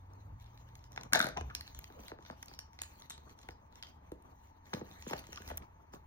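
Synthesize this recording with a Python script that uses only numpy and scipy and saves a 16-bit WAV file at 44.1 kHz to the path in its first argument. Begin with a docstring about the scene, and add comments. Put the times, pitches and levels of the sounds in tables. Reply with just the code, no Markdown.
"""Thin wrapper ticks and rustles over a faint rush of air, a low rumble and a rising, fading hum.
Fingers pick at a wrapped, hollow plastic toy capsule and turn it over a play mat in a small room.
Just after a second in, hard plastic clatters once. Soft knocks flex the shell, which also scrapes
over skin and mat; the wrapper's creases snap over. A hand-held phone hears it from close by."""
import sys
import numpy as np
from scipy import signal
from scipy.fft import rfft, irfft, next_fast_len
from scipy.io import wavfile
from scipy.ndimage import uniform_filter1d, map_coordinates

SR = 44100
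rng = np.random.default_rng(int(sys.argv[2]) if len(sys.argv) > 2 else 0)


def output_pcm(signal):
    """Save a mono or channel-first signal as 16-bit PCM at the path in sys.argv[1].

    Samples are clipped to [-1, 1] before scaling.
    """
    pcm = np.clip(np.atleast_2d(signal).T, -1, 1) * 32767
    wavfile.write(sys.argv[1], SR, np.round(pcm).astype(np.int16))


N = 267598
TIME = np.arange(N) / SR
TOP_HZ = 16400
FLEX_CYCLES, FLEX_KNEE_HZ = 2.425, 101.7  # bending-wave delay; levels off below the knee
# Spectrum of a plastic snap. Each row: frequency in Hz, relative level in dB.
SNAP_COLOUR = [(800, -16.5), (2500, -5), (4200, -1.5), (4950, -19), (5600, -2), (7500, -4), (10000, 0),
               (14000, -5), (16500, -31.5)]


def amp(db):
    """Decibels to gain."""
    return 10 ** (np.asarray(db) / 20)


def unit(x):
    """Scale to rms 1."""
    return x / np.sqrt(np.mean(x ** 2) + 1e-20)


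def blow(x):
    """Scale a short stereo sound to the energy of 10 ms at rms 1."""
    return x * np.sqrt(2 * SR / 100 / np.sum(x ** 2))


def decay(t, t60_s):
    """Exponential fall, 60 dB in t60_s."""
    return np.exp(-np.log(1000) * t / t60_s)


def along(points, hz):
    """Interpolate (Hz, value) points on a log axis."""
    f, v = np.transpose(points)
    return np.interp(np.log(hz + 1), np.log(f + 1), v)


def wobble(knots_per_s):
    """Smooth random curve."""
    return map_coordinates(rng.standard_normal(int(N * knots_per_s / SR) + 4), [TIME * knots_per_s])


def spread(pair, apart):
    """Stereo from a shared signal and a side signal weighted by apart."""
    return np.array([pair[0] + apart * pair[1], pair[0] - apart * pair[1]])


def noise(apart, size=N):
    """Partly correlated stereo white noise."""
    return spread(rng.standard_normal((2, size)), apart)


def filtered(x, response):
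    """Apply a complex frequency response."""
    size = next_fast_len(N + SR // 2)
    return irfft(rfft(x, size) * response(np.fft.rfftfreq(size, 1 / SR)), size)[..., :N]


def coloured(x, colour):
    """Apply a (Hz, dB) spectrum; rms 1."""
    return unit(filtered(x, lambda hz: amp(along(colour, hz))))


def impulse(colour, size=2048):
    """Minimum-phase impulse response of a (Hz, dB) spectrum."""
    cepstrum = irfft(np.log(amp(along(colour, np.fft.rfftfreq(size, 1 / SR)))))
    cepstrum[1:size // 2] *= 2
    cepstrum[size // 2 + 1:] = 0
    return irfft(np.exp(rfft(cepstrum)))


def resonance(hz, width):
    """Impulse response of a heavily damped band, a factor 1 + width either side of hz."""
    edges_hz = [hz / (1 + width), min(hz * (1 + width), SR / 2 - 1)]
    band = signal.butter(2, edges_hz, "bandpass", fs=SR, output="sos")
    return signal.sosfilt(band, signal.unit_impulse(SR // 20))


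def burst(response, t60_s, apart, rise_s):
    """One contact: a brief noise shudder sounds through an impulse response."""
    t = np.arange(SR // 20) / SR
    envelope = (1 - np.exp(-(t / rise_s) ** 2)) * decay(t, t60_s)
    shudder = noise(apart, len(t)) * envelope
    return blow(signal.fftconvolve(shudder, response[None], axes=1)[:, :len(t)])


def ping(hz, t60_s, rise_s):
    """One damped mode, centred."""
    t = np.arange(SR // 20) / SR
    mode = np.sin(2 * np.pi * (hz * t + rng.random())) * decay(t, t60_s)
    return blow(np.array([mode, mode]) * (1 - np.exp(-(t / rise_s) ** 2)))


def add(track, start_s, sound):
    """Mix a sound into a track."""
    part = track[:, round(start_s * SR):][:, :sound.shape[1]]
    part += sound[:, :part.shape[1]]


def air(level_db=-64):
    """Steady rush of room air."""
    # Each row: frequency in Hz, relative level in dB.
    air_colour = [(40, 8.5), (150, -2.5), (280, 5.5), (400, -25.5), (620, -3), (780, 2), (890, 13),
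                  (1050, 3.5), (1400, -8), (2000, -8.5), (3500, -24), (8000, -39.5), (15000, -39)]
    return amp(level_db) * coloured(noise(0.67), air_colour)


def hand_rumble(jolt_s=0.051):
    """The hand holding the phone rumbles; each jolt swells and fades."""
    # Each row: time in seconds, relative level of the steady grip in dB.
    hold = [(0.0, -60.5), (1.52, -57.5), (2.38, -62.5), (4.75, -63.5), (5.44, -58.5), (5.76, -64),
            (6.07, -61)]
    # Each row: peak time in seconds, level in dB.
    jolts = [(0.342, -46), (1.44, -42), (1.769, -50.5), (3.519, -56), (4.12, -57), (5.531, -49)]
    # Each row: frequency in Hz, relative level in dB.
    rumble_colour = [(20, -50.5), (27, -24.5), (36, -5.5), (60, 4.5), (78, 6), (110, -4.5), (160, -13),
                     (300, -30), (600, -68.5)]
    hold_power = amp(np.interp(TIME, *np.transpose(hold)) + 3) ** 2
    jolt_power = sum(amp(db) ** 2 * np.exp(-((TIME - s) / jolt_s) ** 2) for s, db in jolts)
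    return np.sqrt(hold_power + jolt_power) * coloured(noise(0.7), rumble_colour)


def hum(start_hz=85.7, end_hz=128.3, glide_s=0.48, start_db=-54.5, fade_db_per_s=10.5):
    """A faint low tone, perhaps a distant motor, rises as it fades."""
    hz = end_hz + (start_hz - end_hz) * np.exp(-TIME / glide_s)
    tone = np.sqrt(2) * np.sin(2 * np.pi * np.cumsum(hz) / SR)
    return amp(start_db - fade_db_per_s * TIME) * tone


def strokes(attack_s=0.026, release_s=0.019):
    """Rustle and rub curves in dB: finger pressure builds, holds and lets go above a resting grip."""
    # Each row: start in seconds, length in seconds, wrapper rustle and rub in relative dB.
    finger_strokes = [(0.08, 0.26, -73, -63.5), (0.37, 0.506, -67.5, -72.5), (0.894, 0.17, -64.5, -56),
                      (1.32, 0.27, -64.5, -61), (1.534, 0.345, -58, -66), (1.882, 0.083, -62, -58.5),
                      (1.979, 0.12, -55, -59.5), (2.176, 0.166, -65, -62.5), (2.357, 0.19, -60, -66),
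                      (2.832, 0.228, -58, -66), (3.11, 0.17, -69, -67.5), (3.24, 0.09, -62, -62.5),
                      (3.353, 0.165, -64.5, -66.5), (3.702, 0.2, -63.5, -68), (4.019, 0.075, -66.5, -82),
                      (4.233, 0.1, -68.5, -61), (4.369, 0.13, -65, -81), (4.643, 0.08, -59.5, -67),
                      (4.714, 0.085, -55.5, -53.5), (4.829, 0.11, -59, -61.5), (4.927, 0.27, -55.5, -64),
                      (5.066, 0.064, -46.5, -57), (5.163, 0.157, -59, -66), (5.292, 0.14, -55.5, -62.5),
                      (5.426, 0.087, -54.5, -58.5), (5.53, 0.11, -61, -58.5), (5.918, 0.031, -53.5, -53.5)]
    start_s, length_s, rustle_db, rub_db = np.transpose(finger_strokes)[:, :, None]
    t = TIME[::64]
    attack = np.clip((t - start_s) / attack_s, 0, 1)
    pressure = attack * np.exp(-np.maximum(t - start_s - length_s, 0) / release_s)

    def curve_db(db, resting_db):
        power = np.sum((amp(db) * pressure) ** 2, axis=0) + amp(resting_db) ** 2
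        return np.interp(TIME, t, 10 * np.log10(power))

    return curve_db(rustle_db, resting_db=-72.5), curve_db(rub_db, resting_db=-69)


def crackle(grains_per_s=600, centre_hz=4300, reach_octaves=1.7, scatter_db=3):
    """Tiny stick-slip releases of the film, each ringing about two cycles at its own pitch; rms 1."""
    when, size, pitch, lag = rng.random((int(grains_per_s * N / SR), 4)).T[:, :, None]
    hz = np.minimum(centre_hz * 2 ** (reach_octaves * (2 * pitch - 1)), TOP_HZ)
    n = np.arange(SR // 100)
    cycles = hz * n / SR
    strength = amp(-scatter_db * np.log(np.maximum(size, 0.04)))
    envelope = strength * hz * cycles * np.exp(-cycles)
    index = ((when * N).astype(int) + n).ravel()
    pair = [envelope * np.sin(2 * np.pi * cycles + side * lag) for side in (1, -1)]
    return unit(np.array([np.bincount(index, grains.ravel(), N)[:N] for grains in pair]))


def crumple(x, depth_db=3.5):
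    """The film changes shape: resonances a few hundred Hz wide come and go in tens of milliseconds."""
    spectra = signal.stft(x, nperseg=512)[2]
    patches = rng.standard_normal(spectra.shape[1:])
    for _ in range(2):
        patches = uniform_filter1d(uniform_filter1d(patches, size=4, axis=0), size=6, axis=1)
    return signal.istft(spectra * amp(depth_db * unit(patches)), nperseg=512)[1][:, :N]


def rustle(rustle_db, firm_db=-52):
    """The sliding wrapper hisses; firmer strokes add more crackle."""
    # Each row: frequency in Hz, relative level in dB.
    wrapper_colour = [(500, -11.5), (1400, 2), (2200, 7), (3000, 1), (4400, 1.5), (5100, -10), (6100, 6),
                      (8000, -5.5), (11000, -1.5), (15000, -2), (16500, -12.5)]
    hiss = unit(noise(0.88))
    crackle_db = 0.6 * np.minimum(rustle_db - firm_db, 0)
    film = crumple(hiss + amp(crackle_db) * crackle())
    pressure_db = 2.3 * wobble(45)
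    return coloured(film, wrapper_colour) * amp(rustle_db - 6 + pressure_db)


def rub(rub_db):
    """Dull, uneven friction of fingers on shell and mat."""
    # Each row: frequency in Hz, relative level in dB.
    rub_colour = [(60, -21), (140, 2), (330, -4.5), (600, -7.5), (1200, -5.5), (2200, -36.5), (5000, -51.5)]
    drag_db = 3 * wobble(60)
    return coloured(noise(1), rub_colour) * amp(rub_db + 0.5 + drag_db)


def scrapes(bandwidth_ratio=0.403, slips_per_s=50, slip_db=2):
    """The shell slips over skin and mat, exciting a resonance that glides as the contact moves."""
    # Each row: start in seconds, length in seconds, start and end pitch in Hz, level in dB.
    slides = [(1.361, 0.04, 789, 898, -40), (1.495, 0.03, 1580, 1250, -51.5),
              (1.945, .065, 634, 416, -58.5), (2.051, 0.041, 3090, 3510, -64.5),
              (2.101, 0.013, 800, 480, -56), (2.129, 0.021, 398, 820, -59.5),
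              (4.94, 0.078, 1510, 2246, -65), (5.084, 0.064, 1032, 784, -47.5),
              (5.143, 0.0305, 440, 880, -49.5), (5.368, 0.021, 1320, 1280, -48.5),
              (5.496, 0.025, 2740, 2330, -59), (5.497, 0.026, 1038, 500, -45.5)]
    out = np.zeros((2, N))

    def jitter(t, knots_per_s):
        return map_coordinates(rng.standard_normal(SR // 40), [t * knots_per_s], mode="mirror")

    for start_s, length_s, start_hz, end_hz, db in slides:
        progress = np.linspace(0, 1, round(length_s * SR))
        t = progress * length_s
        phase = 2 * np.pi * np.cumsum(start_hz + (end_hz - start_hz) * progress) / SR
        band_hz = bandwidth_ratio * (start_hz + end_hz) / 2
        pair = [jitter(t, band_hz) * np.cos(phase) + jitter(t, band_hz) * np.sin(phase)
                for _ in range(2)]
        envelope = np.sin(np.pi * progress) * amp(slip_db * jitter(t, slips_per_s))
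        add(out, start_s, amp(db) * unit(spread(pair, 0.99) * envelope))
    return out


def faint_creases(rustle_db, tries_per_s=14, threshold_db=-67, scatter_db=9, centre_hz=5080):
    """Rows for ticks(): random small creases follow the stroke's strength; light strokes bend none."""
    rows = []
    send_db, treble_db = -7.5, -11.5
    for when, size, pitch in rng.random((int(tries_per_s * N / SR), 3)):
        stroke_db = rustle_db[int(when * N)]
        db = stroke_db - 6.5 + scatter_db * (2 * size - 1)
        if stroke_db > threshold_db:
            rows.append((when * N / SR, db, db, centre_hz * 2 ** (pitch - 0.5), send_db, treble_db))
    return rows


def ticks(rustle_db):
    """Creases snap over and tap the shell beneath; returns direct sound and room send."""
    # Each row: start in seconds, snap and shell in relative dB, crease pitch in Hz,
    # room send and top treble in relative dB.
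    loud_creases = [(0.134, -72, -83, 5900, -17, 5), (0.425, -75, -66.5, 5540, -11, 0),
                    (0.753, -58.5, -57, 6430, -15, -8), (0.919, -62.5, -69, 5930, -7, -1),
                    (0.9607, -57.5, -50, 5500, -8, -14), (0.9755, -57, -38, 5470, -15, -19),
                    (1.0103, -55, -65, 4300, -24, -12), (1.033, -53.5, -51, 5960, -11.5, -8),
                    (1.3711, -49.5, -39, 6060, -8.5, -20), (1.377, -57, -44, 3020, -17, -6),
                    (1.4095, -57, -47, 6470, -33, -12), (1.5495, -38, -46.5, 5580, -11.5, -6),
                    (1.6085, -48, -48, 4250, -15, 2), (1.7893, -49, -51, 14000, -22, 8),
                    (1.841, -52.5, -55, 4790, -24, -11), (2.081, -54.5, -51, 4060, -11, 6),
                    (2.25, -65, -57, 3770, 0.5, -25), (2.262, -60.5, -57, 3980, -11, -19),
                    (2.4269, -49.5, -45.5, 5560, -18, 15), (2.458, -60, -71, 6500, -18, 13),
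                    (2.5895, -46.5, -50.5, 5560, -10, 0.5), (2.731, -68.5, -64.5, 5800, -3, -4),
                    (2.7885, -57, -49, 4260, -5.5, -17), (2.8168, -40, -47, 7920, -8.5, -1.5),
                    (2.834, -55, -50, 4600, -13, -10), (3.02, -57.5, -71, 3900, -9, -9),
                    (3.098, -49, -54, 7670, -3, -2), (3.1037, -50.5, -46, 6330, -12, -5),
                    (3.109, -54, -54, 3780, -2, -8), (3.178, -61.5, -63, 4400, -16, -7),
                    (3.418, -71, -70, 7200, -12, 4), (3.432, -66, -61, 3800, -12, -5),
                    (3.4868, -58, -44.5, 2380, -32, -4), (3.8255, -49.5, -51, 4710, -13, -11),
                    (3.8335, -53, -54, 3220, -7, -25), (4.118, -59.5, -79, 10100, -11, 0.5),
                    (4.223, -71, -78, 9000, -14, 5), (4.7365, -44, -41, 3730, -18, -16),
                    (4.747, -55, -49, 3800, -7, -8), (5.096, -56, -49, 6700, -13, -4),
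                    (5.109, -53.5, -48, 5440, -6, -3), (5.1335, -52, -36.5, 2700, -15.5, -2),
                    (5.178, -58, -69, 4580, -5, -2), (5.191, -54, -60, 2900, -18, 10),
                    (5.239, -73, -54, 3500, -19, 1), (5.3225, -59, -54, 6100, -10, 2),
                    (5.3285, -52, -46, 5900, -7, -3), (5.3735, -50, -52, 2930, -20, -27),
                    (5.4187, -61, -49.5, 7400, -9, -3), (5.4762, -52.5, -56, 4800, -10, 2),
                    (5.4866, -56.5, -50, 12600, 1.5, 2), (5.5722, -42.5, -55, 13200, -18, 14),
                    (5.5765, -49.5, -48.5, 6030, -33, 5), (5.621, -76, -55.5, 4000, -13, -6)]
    # Light tap on the shell. Each row: frequency in Hz, relative level in dB.
    tap_colour = [(400, -16), (900, -4), (1220, -6), (1500, -5.5), (1800, -5), (2150, -3), (2550, -8.5),
                  (3200, -9.5), (5000, -26.5), (9000, -49)]
    out, send = np.zeros((2, 2, N))
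    tap = impulse(tap_colour)
    for start_s, snap_db, shell_db, hz, send_db, treble_db in loud_creases + faint_creases(rustle_db):
        # A sharp crease is bright, a blunt one dull; its size sets the pitch.
        snap = impulse([(f, db + treble_db * np.clip(f / 5000 - 1, 0, 1)) for f, db in SNAP_COLOUR])
        crack = amp(snap_db - 0.5) * burst(snap, t60_s=0.005, apart=0.5, rise_s=0.0017)
        crease = amp(snap_db - 3) * burst(resonance(hz, 0.16), t60_s=0.007, apart=0.4, rise_s=0.0017)
        tone = amp(snap_db - 6) * ping(hz, t60_s=0.012, rise_s=0.001)
        shell = amp(shell_db - 4) * burst(tap, t60_s=0.014, apart=0.5, rise_s=0.0017)
        click = crack + crease + tone + shell
        add(out, start_s, click)
        add(send, start_s, amp(send_db - 4) * click)
    return out, send


def flex(response):
    """Bending wave round the shell: treble arrives first, so a knock swoops down."""
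    size = SR // 10
    hz = np.fft.rfftfreq(size, 1 / SR)
    lag_rad = 2 * np.pi * FLEX_CYCLES * np.log1p(hz / FLEX_KNEE_HZ)
    wave = irfft(rfft(response, size) * np.exp(-1j * lag_rad), size)[:size // 2]
    return blow(np.array([wave, wave]))


def knocks(hollow_hz=155):
    """Fingers and mat flex the shell: a clack swoops into a thud, then the hollow booms briefly."""
    # Each row: start in seconds, nominal pitch in Hz, thud and shell in relative dB.
    contacts = [(0.9751, 680, -55, -39.5), (1.3667, 700, -36.5, -56), (1.3732, 508, -39.5, -58),
                (1.409, 480, -41, -46), (1.501, 1700, -48, -61), (1.9012, 400, -52, -55.5),
                (1.991, 486, -48, -72), (2.1169, 444, -41, -43.5), (2.187, 480, -51, -54.5),
                (2.2992, 527, -40.5, -43), (2.513, 497, -53, -55), (2.8138, 726, -53, -69),
                (3.487, 483, -44, -44), (4.117, 340, -37.5, -75), (4.7324, 322, -33.5, -33.5),
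                (4.738, 310, -34, -68), (4.767, 504, -41, -73), (4.8122, 372, -36, -53.5),
                (5.065, 306, -38, -49), (5.1087, 370, -36, -47), (5.123, 272, -46, -49),
                (5.1317, 543, -33, -34.5), (5.287, 400, -50.5, -67), (5.3725, 1650, -59, -64),
                (5.401, 358, -48, -62), (5.4628, 402, -65, -57), (5.501, 770, -42, -58),
                (5.514, 497, -42, -44.5), (5.936, 469, -48, -50)]
    # Fingertip on the shell. Each row: frequency in Hz, relative level in dB.
    clack_colour = [(300, -18.5), (800, 7), (1200, -0.5), (1600, -1.5), (2050, -9.5), (2500, -12),
                    (3200, -18.5), (5000, -22), (9000, -43.5)]
    out = np.zeros((2, N))
    clack = flex(impulse(clack_colour))
    for start_s, hz, thud_db, shell_db in contacts:
        body = resonance(0.85 * hz, 0.8)
        shudder = burst(body, t60_s=0.04, apart=0.7, rise_s=0.004)
        boom = burst(resonance(hollow_hz, 0.65), t60_s=0.039, apart=0.3, rise_s=0.002)
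        add(out, start_s, amp(thud_db - 6.5) * flex(body) + amp(shell_db - 3.5) * clack)
        add(out, start_s, amp(thud_db - 10) * shudder)
        add(out, start_s + FLEX_CYCLES / hz, amp(thud_db - 11.5) * boom)
    return out


def ring(detune=0.004, scatter_db=3, rise_s=0.0011):
    """Modes of the struck plastic; pitch and strength vary from hit to hit."""
    # Each row: frequency in Hz, relative level in dB, t60 in seconds.
    plastic_modes = [(179, -17, 0.23), (283, -14, 0.94), (620.3, 5, 0.27), (670, -2, .2), (797, -2.5, .18),
                     (1050, -8.5, .3), (1233, 1, 0.23), (1383, 4.5, .22), (1480, 1, 0.15), (1595, -5, 0.12),
                     (1820, -1.5, 0.28), (2470, -10, .14), (5600, -10, .08)]
    t = np.arange(SR // 2) / SR
    hz, db, t60_s = np.transpose(plastic_modes)[:, :, None]
    hz = hz * np.exp(detune * rng.standard_normal(hz.shape))
    strength = amp(db + scatter_db * rng.standard_normal((2, len(hz), 1)))
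    phase = 2 * np.pi * rng.random(strength.shape)
    modes = strength * np.sin(2 * np.pi * hz * t + phase) * decay(t, t60_s)
    return blow(spread(modes.sum(axis=1), 0.41) * (1 - np.exp(-t / rise_s)))


def clatter():
    """Hard plastic strikes and rattles, slightly left; each contact has its own clack and rim pitch."""
    # Each row: start in seconds; low push, body, shell and snap in relative dB;
    # clack pitch in Hz, rim in relative dB, rim pitch in Hz.
    contacts = [(1.1233, -48, -48, -42.5, -53.5, 1400, -58, 4120),
                (1.1322, -41, -44.5, -24, -27, 1520, -31, 5570),
                (1.1431, -40, -34, -37.5, -50.5, 1500, -49.5, 4440),
                (1.1488, -43.5, -38.5, -31.5, -48, 1750, -32, 3810),
                (1.1554, -49, -33, -30.5, -35.5, 1500, -39, 5900),
                (1.171, -45.5, -38.5, -36, -50.5, 1600, -52.5, 4460),
                (1.1916, -59, -51, -42.5, -36.5, 1900, -44.5, 5570),
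                (1.2017, -41.5, -39.5, -27.5, -46.5, 1480, -35, 3630),
                (1.2131, -51.5, -56.5, -36, -40.5, 1500, -45, 6140),
                (1.2255, -58, -44.5, -45.5, -44, 1750, -40, 3900),
                (1.242, -41.5, -45.5, -38.5, -44, 1400, -65, 4300),
                (1.255, -49.5, -45, -48.5, -53, 1650, -51, 4600),
                (1.267, -44.5, -41.5, -47, -46, 1950, -50, 4240),
                (1.287, -53, -52.5, -48.5, -50, 1300, -55, 4000)]
    # Hard hit on the shell. Each row: frequency in Hz, relative level in dB.
    shell_colour = [(400, -26.5), (900, -16), (1220, -3), (1380, -8.5), (1560, -0.5), (1850, -5.5),
                    (2200, 0.5), (2900, -18.5), (4000, -11.5), (4800, -37), (5700, -28.5), (9000, -40.5)]
    out = np.zeros((2, N))
    shell, snap = impulse(shell_colour), impulse(SNAP_COLOUR)
    pan = amp([[2.5], [-2.5]])
    for start_s, push_db, body_db, shell_db, snap_db, clack_hz, rim_db, rim_hz in contacts:
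        body = burst(resonance(670, 0.32), t60_s=0.04, apart=1, rise_s=0.003)
        push = burst(resonance(190, 0.57), t60_s=0.02, apart=0.16, rise_s=0.0029)
        clack = amp(-3) * burst(shell, t60_s=0.013, apart=0.1, rise_s=0.002)
        clack += ping(clack_hz, t60_s=0.008, rise_s=0.0025)
        rim = amp(-2) * burst(resonance(rim_hz, 0.18), t60_s=0.008, apart=0.3, rise_s=0.002)
        rim += amp(-4) * ping(rim_hz, t60_s=0.012, rise_s=0.002)
        add(out, start_s, pan * (amp(body_db + 1.5) * body + amp(shell_db - 2) * clack))
        add(out, start_s, pan * amp(body_db - 4) * ring())
        crack = burst(snap, t60_s=0.006, apart=0.4, rise_s=0.0014)
        add(out, start_s, amp(push_db) * push + amp(rim_db) * rim + amp(snap_db + 1.5) * crack)
    return out


def room(x, gap_s=0.0072):
    """The walls answer after a short gap; treble dies first."""
    # Each row: frequency in Hz, t60 in seconds.
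    reverb_times = [(150, 0.38), (700, 0.3), (2000, 0.29), (6000, 0.26), (15000, 0.061)]
    hz, t, spectra = signal.stft(rng.standard_normal((2, SR * 3 // 4)), SR, nperseg=256)
    tail = signal.istft(spectra * decay(t, along(reverb_times, hz)[:, None]), SR, nperseg=256)[1]
    tail = np.pad(spread(tail, 0.91), ((0, 0), (round(gap_s * SR), 0)))
    return signal.fftconvolve(x.mean(axis=0)[None], tail / np.linalg.norm(tail[0]), axes=1)[:, :N]


def scene():
    """All sources; only contacts and ticks excite the room."""
    rustle_db, rub_db = strokes()
    bed = rustle(rustle_db) + rub(rub_db) + air() + hand_rumble() + hum()
    hard = clatter()
    soft = knocks() + scrapes()
    wrapper, send = ticks(rustle_db)
    walls = room(amp(-8) * hard + amp(-11.5) * soft + amp(5) * send)
    return bed + hard + soft + wrapper + walls


def record(dry):
    """The phone's microphone pair shifts width, phase and level between channels, then low-passes."""
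    # Each row: frequency in Hz, relative side level in dB.
    width_db = [(60, -25.5), (150, -7.5), (400, -2), (1500, -5), (5500, 2), (8000, -18), (11000, -19),
                (14000, 2)]
    # Each row: frequency in Hz, left over right in dB.
    balance_db = [(200, 0), (400, -2), (700, 4.5), (1400, 2), (2400, 0), (15000, 0)]
    # Each row: frequency in Hz, phase lead of the left in radians.
    lead_rad = [(20, 0), (260, 0), (600, 1.7), (1100, 2.4), (1700, 1.3), (2800, 3.2), (5400, 3.4),
                (6200, 1.9), (7800, 2.65), (9200, 3.05), (11000, 3.2), (12200, 3.5), (13700, 4.3),
                (15500, 5.7)]
    halves = np.array([[0.5], [-0.5]])

    def ports(hz):
        return amp(halves * along(balance_db, hz)) * np.exp(1j * halves * along(lead_rad, hz))

    mid = (dry[0] + dry[1]) / 2
    side = filtered((dry[0] - dry[1]) / 2, lambda hz: amp(along(width_db, hz)))
    pair = filtered(spread([mid, side], 0.88), ports)
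    return filtered(pair, lambda hz: 1 / np.sqrt(1 + (hz / TOP_HZ) ** 160))


dry = scene()
out = record(dry)
output_pcm(out)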